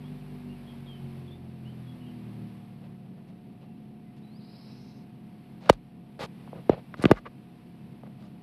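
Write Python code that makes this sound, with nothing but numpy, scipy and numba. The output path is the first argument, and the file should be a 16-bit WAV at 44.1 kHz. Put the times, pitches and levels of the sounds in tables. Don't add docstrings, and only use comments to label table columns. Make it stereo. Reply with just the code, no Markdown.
import sys
import numpy as np
from scipy import signal
from scipy.fft import rfft, irfft, next_fast_len
from scipy.io import wavfile
from scipy.ndimage import uniform_filter1d
from numba import njit

SR = 44100
rng = np.random.default_rng(int(sys.argv[2]) if len(sys.argv) > 2 else 0)


def unload_audio(sound):
    columns = np.transpose(np.atleast_2d(sound))
    steps = np.round(np.clip(columns, -1, 1) * 32767)
    wavfile.write(sys.argv[1], SR, steps.astype(np.int16))


N = 371322
TIME = np.arange(N) / SR

# (f/Hz, relative level/dB)
CONTACT_SPECTRUM = [(50, -23), (150, 4), (300, -7.5), (520, 3.5), (800, -1), (1200, -10), (2500, -10.5),
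                    (4500, -15.5), (6500, -29), (10000, -33), (12500, -34.5), (14000, -42.5)]
# (t/s, left minus right/dB)
HAND_POSITION = [(4.5, -7), (5.7, 13.5), (6.55, 7), (6.68, -13), (7.2, -11.5), (8, 1.5)]


def engine(clatter=.069, waver_db=1.3, throb_db=1.5):
    # (f/Hz, relative level/dB)
    rumble_spectrum = [(25, -46), (45, -26), (80, -21), (110, -11), (140, -1.5), (200, 0), (260, -6.5),
                       (330, -13), (450, -19), (600, -24), (820, -26), (1200, -40), (2000, -55),
                       (5000, -80)]
    rush_spectrum = [(200, 3), (400, 9), (600, 4), (850, 7), (1400, -1), (2000, -1), (2600, -0.4),
                     (3100, -4), (4400, -7.5), (5400, -15.5), (6800, -26), (8500, -16), (12800, -11.5),
                     (13800, -38)]
    rush_levels = [(0.0, -64.5), (0.39, -64), (1.19, -64.5), (1.36, -68), (2.33, -65), (3.03, -72),
                   (3.54, -72.5), (4.03, -72), (4.68, -67), (5.18, -71.5), (5.55, -69), (6.0, -71.5),
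                   (6.45, -65.5), (7.5, -69), (8.42, -70)]
    rush_db, = curves(rush_levels)
    swing_db = rush_db - rush_db.mean()
    turns = np.cumsum(crank_speed() * (1 + .0006 * walk(16))) / SR
    note = 0
    for order in range(2, 29):
        size = np.sqrt(cabin(order * crank_speed())) * undb(order_db(order) + waver_db * walk(9))
        phase = order * turns + .2 * rng.standard_normal()
        note = note + size * np.sin(2 * np.pi * phase)
    note *= undb(2.8 + np.interp(TIME, [2.9, 3.25], [0, -3.4]))
    firing = np.cos(2 * np.pi * 2 * turns)
    rumble = noise(rumble_spectrum, N) * (1 + .25 * firing) * undb(-51.5 + .087 * swing_db)
    throb = undb(throb_db * walk(24.17))
    rush = noise(rush_spectrum, N, alike_hz=300, alike_treble=.12) * (1 + clatter * firing)
    rush *= undb(10 + rush_db + .32 * walk(24) + .45 * walk(5))
    rush[1] = delayed(rush[1], .00038)
    return (note + rumble) * throb * pan(-1.8) + rush * pan(-.8)


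def crank_speed(fast_hz=24.62, ease_hz=18.55, idle_hz=17.42, sink_s=.29, sink_hz_per_s=2.45):
    ease_s = sink_s + (fast_hz - ease_hz) / sink_hz_per_s
    sinking = np.interp(TIME, [sink_s, ease_s], [fast_hz, ease_hz])
    settling = idle_hz + (ease_hz - idle_hz) * np.exp((ease_s - TIME) / 1.35)
    return np.where(TIME < ease_s, sinking, settling)


def order_db(order, upper_db=-4, uneven_db=-21.5):
    firing_db = [-3.5, 3.5, 5, -2, 2.5, 2.5, -4.5, 4, -2.5]
    if order % 2:
        return -5 if order == 15 else uneven_db
    harmonic = order // 2
    return firing_db[harmonic - 1] if harmonic <= len(firing_db) else upper_db


def cabin(hz, body_db=-71.5, bass_edge_hz=110):
    # (f/Hz, width/Hz, level/dB)
    booms = [(48.5, 8, -54.5), (88, 11, -57.5), (96, 8, -60), (118, 10, -51.5), (126, 7, -49),
             (136, 8, -48), (148, 9, -50.5), (162, 16, -45), (181, 12, -53.5), (194, 16, -47.3),
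             (213.4, 9, -50.5), (227.5, 12, -49.5), (243, 15, -47.5), (272, 11, -61), (315, 24, -59.5),
             (361, 20, -58), (392, 20, -61.5)]
    body = undb(2 * body_db) / (1 + (bass_edge_hz / hz) ** 4)
    return body + sum(undb(2 * db) / (1 + ((hz - centre) / (.52 * width)) ** 2) ** 2
                      for centre, width, db in booms)


def knocks(typical_hz=393.7, typical_rise_s=.00303, crack_s=.0033, rebound_db=-14):
    # (t/s, thud level/dB, f at the peak/Hz, ring against thud/dB)
    strikes = [(5.6932, -15.5, 1093, -2.5), (5.697, 7, 702, -12), (5.729, -38, 764, -6.5),
               (6.1927, -33.5, 490, -3), (6.476, -41, 894, -24), (6.53, -31.5, 616, -21),
               (6.6947, -4, 416, -19), (6.736, -42.5, 550, -34.5), (6.941, -30, 1430, -13.5),
               (6.992, -27.5, 210, -44), (7.025, -34, 9400, -4), (7.034, -38, 8550, -6),
               (7.0392, -11.5, 293, -4), (7.0546, -13, 2800, -10.5), (7.054, -4.5, 294, -6.5),
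               (7.103, -13.5, 254, -17), (7.113, -22.5, 11000, -27), (7.1132, 4, 396, -8.5),
               (8.034, -37.5, 628, -9.5)]
    out, ring = np.zeros((2, N)), case_ring()
    t = np.arange(len(ring)) / SR
    rebound = undb(rebound_db) * thud(t, hz=218, rise_s=.0025, steadiness=.24)
    for s, db, hz, ring_db in strikes:
        gain = undb(db) * pan(np.interp(s, *np.transpose(HAND_POSITION)))
        height = hz / typical_hz
        rise_s = typical_rise_s / height ** .76
        thump = thud(t, hz, rise_s, steadiness=.33 * height ** 1.2)
        crack_db = min(-16 + 18 * np.log2(height), -5.5)
        crack = noise(CONTACT_SPECTRUM, len(t), tilt_db=1.5) * np.exp(-t / crack_s) * undb(crack_db)
        crack = dull(crack, 9000 * height ** .5 * undb(.39 * db))
        add(out, s, gain * (thump + undb(ring_db) * (ring + crack)))
        add(out, s + 1.75 * rise_s, gain * rebound)
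    return out


def thud(t, hz, rise_s, steadiness):
    u = t / rise_s
    cycles = hz * rise_s * (1 + steadiness) * np.log(1 + u / steadiness)
    return (u * np.exp(1 - u)) ** 3 * np.sin(2 * np.pi * cycles)


def case_ring():
    # (f/Hz, relative level/dB, t60/s)
    modes = [(530, -8, 0.043), (1202, 7, .022), (1454, 5, 0.017), (1640, -1, 0.019), (1987, -1, 0.026),
             (2160, -8.5, .018), (2800, -12.5, 0.037), (3700, -15, 0.0088), (9170, -36.5, 0.0068)]
    t = np.arange(int(.06 * SR)) / SR
    ring = sum(undb(db - 60 * t / t60) * np.sin(2 * np.pi * hz * t) for hz, db, t60 in modes)
    return ring / np.abs(ring).max()


def rubs(grain_db=2.5, dull_hz=4800, bright_hz=13000, pan_share=.62):
    # (t/s, length/s, level/dB, tilt/dB per octave, ring against stroke/dB)
    strokes = [(2.815, 0.066, -60, 0, -17), (3.039, .04, -65, -3, -11), (3.158, 0.056, -63.5, 0, -14),
               (3.271, 0.042, -62.5, 0.5, -16), (3.607, 0.054, -62, 0, -14), (4.162, 0.035, -67, 3, -19),
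               (5.604, 0.16, -50.5, 0.5, -9.5), (5.726, 0.014, -52, 8, -8.5), (6.191, 0.073, -38, 1, -10),
               (6.53, 0.079, -46, -8, -16.5), (6.694, 0.06, -35, -3.5, -29),
               (6.747, 0.059, -47.5, -2.5, -26.5), (6.937, 0.011, -43, -15, -5),
               (6.968, 0.13, -49.5, 1, -0.5), (7.02, 0.014, -43, 4.5, -22), (7.063, 0.083, -37.5, -2, -18),
               (7.137, 0.065, -53, 1.5, 6), (7.247, 0.036, -49.5, -2.5, 7.5), (8.042, 0.04, -52, -9, -13),
               (8.192, 0.097, -61.5, 1.5, -9.5)]
    out, grain = np.zeros((2, N)), undb(grain_db * walk(500))
    for s, length, db, tilt_db, ring_db in strokes:
        n = int(length * SR)
        gain = undb(db) * pan(pan_share * np.interp(s, *np.transpose(HAND_POSITION)))
        top_hz = np.interp(tilt_db, [0, 1], [dull_hz, bright_hz])
        friction = dull(noise(CONTACT_SPECTRUM, n, tilt_db), top_hz)
        stroke = unit(np.sin(np.pi * np.arange(n) / n) ** .5 * friction)
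        ring = signal.fftconvolve(rng.standard_normal(n) * np.hanning(n), dull(case_ring(), dull_hz))
        add(out, s, gain * stroke)
        add(out, s, gain * undb(ring_db) * ring / ring[:n].std())
    return out * grain


def fan_and_pump():
    # (f/Hz, level/dB, level waver/dB, pitch wander/share)
    tones = [(47.5, -71, 2, .003), (129.3, -57, 2, .003), (649, -77, 3, .004), (718, -67, .5, .005)]
    out = 0
    for hz, db, waver_db, wander in tones:
        out = out + undb(db + waver_db * walk(7.2)) * whistle(hz * (1 + wander * walk(60)))
    return out * pan(-1.1)


def birds(attack_power=.49):
    # (t/s, length/s, f/Hz, glide/Hz, level/dB, rasp/Hz)
    chirps = [(0.036, 0.064, 3380, 398, -66, 77), (0.491, 0.075, 2830, 100, -65, 60),
              (0.67, 0.078, 3250, -60, -63, 115), (.86, .02, 3560, -450, -68, 60),
              (.865, 0.14, 3115, -400, -59, 42), (1.276, 0.031, 3300, -450, -63.5, 40),
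              (1.303, 0.079, 3560, 110, -66, 85), (1.649, 0.08, 3030, 422, -63.5, 79),
              (1.867, .085, 3340, -30, -65.5, 12), (2.0, 0.14, 2870, -200, -67.5, 70),
              (2.065, 0.052, 3070, -400, -67, 50), (3.661, .1, 2740, 40, -79, 50),
              (4.06, .06, 2040, 20, -76, 12)]
    song, rasp = np.zeros((1, N)), walk(700)
    for s, length, hz, glide_hz, db, rasp_hz in chirps:
        u = np.linspace(0, 1, int(length * SR))
        pitch = hz + glide_hz * (u - .5) + rasp_hz * rasp[int(s * SR):][:len(u)]
        add(song, s, undb(db) * unit(np.sin(np.pi * u ** attack_power)) * whistle(pitch))
    return outside(song[0], t60=.3, wet_db=-4.5)


def finch(wheeze_s=4.385, buzz_hz=180, rasp_hz=130, climb_s=.47, grain_db=2.5):
    # (t/s, f/Hz, level/dB)
    lead = [(4.222, 3550, -78), (4.24, 3930, -71), (4.265, 3900, -80), (4.3, 4000, -72), (4.34, 4420, -72),
            (4.37, 4850, -66), (4.386, 5100, -76)]
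    # (lowest f/Hz, sweep/Hz, widening/Hz per s, attack/s, level/dB, lag/cycles)
    voices = [(4680, 250, 4000, .17, -63.5, 0), (3870, 1100, 0, .04, -65.5, .45)]
    lead_hz, lead_db = curves(lead)
    sounding = (TIME > lead[0][0]) & (TIME < lead[-1][0])
    song = whistle(lead_hz + .5 * rasp_hz * walk(400)) * undb(lead_db) * sounding
    t = TIME - wheeze_s
    cycles = np.cumsum(buzz_hz * (1 + .09 * walk(200))) / SR
    for low_hz, sweep_hz, widening, attack_s, db, lag in voices:
        u = (cycles - lag) % 1
        span_hz = sweep_hz + widening * np.clip(t, 0, climb_s)
        hz = low_hz + span_hz * (1 - u) ** 2 + rasp_hz * walk(400)
        envelope = np.sqrt(np.interp(t, [0, attack_s, .3, .66], [0, 1, 1, 0]))
        song += envelope * np.sin(np.pi * u) * undb(db + grain_db * walk(150)) * whistle(hz)
    return outside(song, t60=.05, wet_db=-3)


def outside(x, t60, wet_db):
    t = np.arange(int(.3 * SR)) / SR
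    tail = rng.standard_normal((2, len(t))) * undb(-60 * t / t60)
    tail /= np.sqrt(np.sum(tail ** 2) / 2)
    return x + undb(wet_db) * signal.fftconvolve(x[None], tail, axes=1)[:, :N]


def noise(spectrum, n, tilt_db=0, alike_hz=800, alike_treble=0):
    size = next_fast_len(n)
    f = np.fft.rfftfreq(size, 1 / SR) + 1
    hz, db = np.transpose(spectrum)
    gain = undb(np.interp(np.log(f), np.log(hz), db) + tilt_db * np.log2(np.clip(f, 300, 8000)))
    mid, side = rfft(rng.standard_normal((2, size)))
    alike = np.clip(np.maximum(2.3 / (1 + (f / alike_hz) ** 4), alike_treble), 0, 1)
    both = np.sqrt(1 + alike) * mid + np.sqrt(1 - alike) * side * np.array([[1], [-1]])
    return unit(irfft(both * gain, size)[:, :n])


def whistle(hz):
    return np.sqrt(2) * np.sin(2 * np.pi * np.cumsum(hz) / SR)


def walk(rate):
    hold = int(SR / rate)
    steps = np.repeat(rng.standard_normal(N // hold + 1), hold)
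    return 1.03 * uniform_filter1d(uniform_filter1d(steps, hold), hold)[:N]


def dull(x, top_hz):
    return signal.sosfilt(signal.butter(3, min(top_hz, .45 * SR), fs=SR, output="sos"), x)


def delayed(x, s):
    return np.interp(TIME - s, TIME, x)


def undb(db):
    return 10 ** (np.asarray(db) / 20)


def unit(x):
    return x / np.sqrt(np.mean(x ** 2))


def curves(table):
    s, *columns = np.transpose(table)
    return [np.interp(TIME, s, column) for column in columns]


def pan(db):
    return undb(np.array([[db], [-db]]) / 2)


def add(out, s, x):
    i = int(s * SR)
    out[:, i:i + x.shape[-1]] += x[..., :N - i]


@njit
def follow(x, attack, release):
    out, level = np.empty(len(x)), 0.
    for i in range(len(x)):
        level += (x[i] - level) * (attack if x[i] > level else release)
        out[i] = level
    return out


def scene():
    return engine() + fan_and_pump() + birds() + finch() + knocks() + rubs()


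def record(dry, low_cut_hz=40, top_hz=14000, attack_s=.015, release_s=.28):
    overloaded = dry / (1 + dry ** 6) ** (1 / 6)
    bass_cut = signal.butter(8, low_cut_hz, "high", fs=SR, output="sos")
    mics = signal.sosfilt(bass_cut, overloaded)
    excess = np.maximum(np.abs(mics).max(axis=0) - .1, 0)
    duck_db = -10 * follow(excess, 1 / (attack_s * SR), 1 / (release_s * SR))
    gain = delayed(undb(duck_db), .008)
    midrange = signal.sosfilt(signal.butter(1, [420, 1000], "band", fs=SR, output="sos"), mics.mean(0))
    wide = mics + .7 * delayed(midrange, .0048) * np.array([[1], [-1]])
    treble_cut = signal.ellip(8, .2, 70, top_hz, fs=SR, output="sos")
    return signal.sosfilt(treble_cut, np.clip(wide * gain, -1, 1))


dry = scene()
out = record(dry)
unload_audio(out)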